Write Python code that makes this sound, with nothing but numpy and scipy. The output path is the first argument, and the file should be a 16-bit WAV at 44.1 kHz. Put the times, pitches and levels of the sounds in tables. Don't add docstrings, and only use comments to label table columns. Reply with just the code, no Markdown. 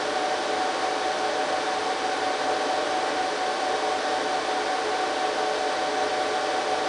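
import sys
import numpy as np
from scipy import signal
from scipy.fft import rfft, irfft
from scipy.io import wavfile

SR = 44100
rng = np.random.default_rng(int(sys.argv[2]) if len(sys.argv) > 2 else 0)


def transcribe(u):
    v = np.clip(np.atleast_2d(u).T, -1, 1)
    q = np.round(v * 32767).astype(np.int16)
    wavfile.write(sys.argv[1], SR, q)


N = 303408
TIME = np.arange(N) / SR
BINS = np.fft.rfftfreq(N, 1 / SR)


def gain_of(db):
    return 10 ** (np.asarray(db) / 20)


def unit_rms(x):
    return x / np.sqrt(np.mean(x ** 2) + 1e-20)


def wander(rate_hz):
    return unit_rms(irfft(rfft(rng.standard_normal(N)) / (1 + (BINS / rate_hz) ** 4), N))


def hunting(fans):
    return [hz + swing * np.cos(2 * np.pi * (TIME - top) / period) for hz, swing, period, top in fans]


def fan_bank(rates, tones, in_step_s, flutter_db):
    out = np.zeros(N)
    for hz, levels in zip(rates, tones):
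        passes = np.cumsum(hz) / SR
        passes -= np.interp(in_step_s, TIME, passes)
        lags = np.arange(len(levels)) * rng.random(len(levels))
        tone = sum(gain_of(db) * np.cos(2 * np.pi * ((k + 1) * passes + lags[k]))
                   for k, db in enumerate(levels))
        out += tone * gain_of(flutter_db * wander(rate_hz=5.4))
    return out


# (time [s], blade rate [Hz])
LEAD_FAN_RATE = [(0.0, 745.18), (0.49, 745.16), (1.26, 749.23), (1.77, 748.66), (2.67, 746.87),
                 (4.04, 746.96), (4.45, 747.84), (4.91, 746.02), (5.79, 748.32), (6.88, 747.95)]
# (set blade rate [Hz], swing [Hz], hunting period [s], time of top speed [s])
FAST_FAN_RATES = [(742.63, 0.2, 5.28, 2.22), (756.06, 0.72, 2.13, 1.95), (770.07, 0.6, 6.69, 3.34)]
FAST_FAN_LEVELS = [(-33.5, -52, -55.5, -64.5, -75, -66.5), (-37, -51.5, -58.5, -65.5, -70.5, -68),
                   (-42.5, -52, -68, -68.5, -74, -62), (-39, -45.5, -56.5, -52.5, -61, -65.5)]


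def fast_fans():
    lead_hz = np.interp(TIME, *np.transpose(LEAD_FAN_RATE))
    rates = [lead_hz] + hunting(FAST_FAN_RATES)
    return fan_bank(rates, FAST_FAN_LEVELS, in_step_s=1.395, flutter_db=0.5)


# (set blade rate [Hz], swing [Hz], hunting period [s], time of top speed [s])
SLOW_FAN_RATES = [(609.18, 0.19, 4.33, 2.2), (609.84, 0.29, 7.32, 1.8)]
SLOW_FAN_LEVELS = [(-41, -61.5, -50.5), (-42, -59, -62)]


def slow_fans():
    return fan_bank(hunting(SLOW_FAN_RATES), SLOW_FAN_LEVELS, in_step_s=2.62, flutter_db=0.3)


# (set blade rate [Hz], swing [Hz], hunting period [s], time of top speed [s])
LOW_FAN_RATES = [(424.45, 0.46, 7.92, 1.05), (427.13, 0.48, 7.84, 0.15), (431.82, 0.31, 2.45, 1.45)]
LOW_FAN_LEVELS = [(-42.5, -64.5), (-46, -67), (-44, -62.5)]
# (time [s], gain [dB])
LOW_FAN_SWELL = [(0, 0.5), (2.6, -1.7), (4.5, 2.3), (6.88, 2)]


def low_fans():
    hum = fan_bank(hunting(LOW_FAN_RATES), LOW_FAN_LEVELS, in_step_s=6.314, flutter_db=2.0)
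    swell_db = np.interp(TIME, *np.transpose(LOW_FAN_SWELL))
    return hum * gain_of(swell_db)


# (frequency [Hz], level [dB])
ROTOR_TONES = [(87.1, -67), (91.3, -64.5), (110, -76.5), (167.2, -67), (273.9, -57.5), (324, -51),
               (332.9, -52), (365.2, -49.5), (477.8, -50), (530.4, -49.5), (577.65, -45), (582.6, -41.5),
               (639.1, -48), (696.8, -51), (1095.7, -47), (1155.3, -46.5), (1165.2, -54.5), (1664.6, -52),
               (1732.9, -52), (1980.4, -57), (2330.5, -54), (2546, -58.5), (2561.8, -56), (3465.8, -64.5),
               (4043.4, -63), (4660.1, -63), (5229, -64.5), (5390, -65), (6928, -79), (8742, -70.5)]


def rotor_whines(drift=0.00016, flutter_db=1.6):
    out = np.zeros(N)
    for hz, db in ROTOR_TONES:
        drifting_hz = hz * (1 + drift * wander(rate_hz=1.26))
        cycles = np.cumsum(drifting_hz) / SR + rng.random()
        out += gain_of(db + flutter_db * wander(rate_hz=5.2)) * np.cos(2 * np.pi * cycles)
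    return out


# (frequency [Hz], relative spectral density [dB])
AIR_SPECTRUM = [(20.0, -35), (70.0, -30), (140.0, -15.5), (225.0, -29.5), (260.0, -6), (500.0, -1),
                (900.0, -4), (1300.0, -10.5), (1750.0, -10.5), (2600.0, -17.5), (3500.0, -14),
                (6200.0, -21.5), (6650.0, -26.5), (10000.0, -31)]
# (frequency [Hz], width [Hz], gain [dB])
CASE_AND_ROOM = [(78, 7, -8.5), (98, 7.1, -4), (126.4, 15.7, -10), (212.8, 19.2, 12.5), (253, 7, 1),
                 (263.4, 6.8, -5.5), (327, 7.7, -3.5), (398, 31, -5), (501, 12, -3), (550, 11.6, -8),
                 (593, 11, -7.5), (640.5, 12.6, -9.5), (666, 14, 2), (701, 20, -6.5), (1008, 23, -3),
                 (1099, 7.8, 4), (1310, 40, -0.5), (1410, 39, 4), (1910, 60, 1), (4680, 149, 2)]


def air_rush(level_db=-29.5, swell_db=0.12, ripple_db=1.02, ripple_width_hz=6, ripple_top_hz=3500):
    air_hz, air_db = np.transpose(AIR_SPECTRUM)
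    shape_db = np.interp(np.log(BINS + 1), np.log(air_hz), air_db)
    shape_db += sum(db * np.exp(-((BINS - hz) / width) ** 2) for hz, width, db in CASE_AND_ROOM)
    bump = np.exp(-(np.arange(-400, 401) * BINS[1] / ripple_width_hz) ** 2)
    ripple = unit_rms(signal.fftconvolve(rng.standard_normal(len(BINS)), bump, "same"))
    shape_db += ripple_db * ripple / np.hypot(1, BINS / ripple_top_hz)
    air = irfft(rfft(rng.standard_normal(N)) * gain_of(shape_db), N)
    return gain_of(level_db + swell_db * wander(rate_hz=1.5)) * unit_rms(air)


def scene():
    tones = fast_fans() + slow_fans() + low_fans() + rotor_whines()
    return (np.sqrt(2) * tones + air_rush())[None]


def record(dry, edge_hz=10050):
    lowpass = signal.firwin(1023, edge_hz, window=("kaiser", 9), fs=SR)
    return signal.oaconvolve(dry, lowpass[None], "same")


dry = scene()
out = record(dry)
transcribe(out)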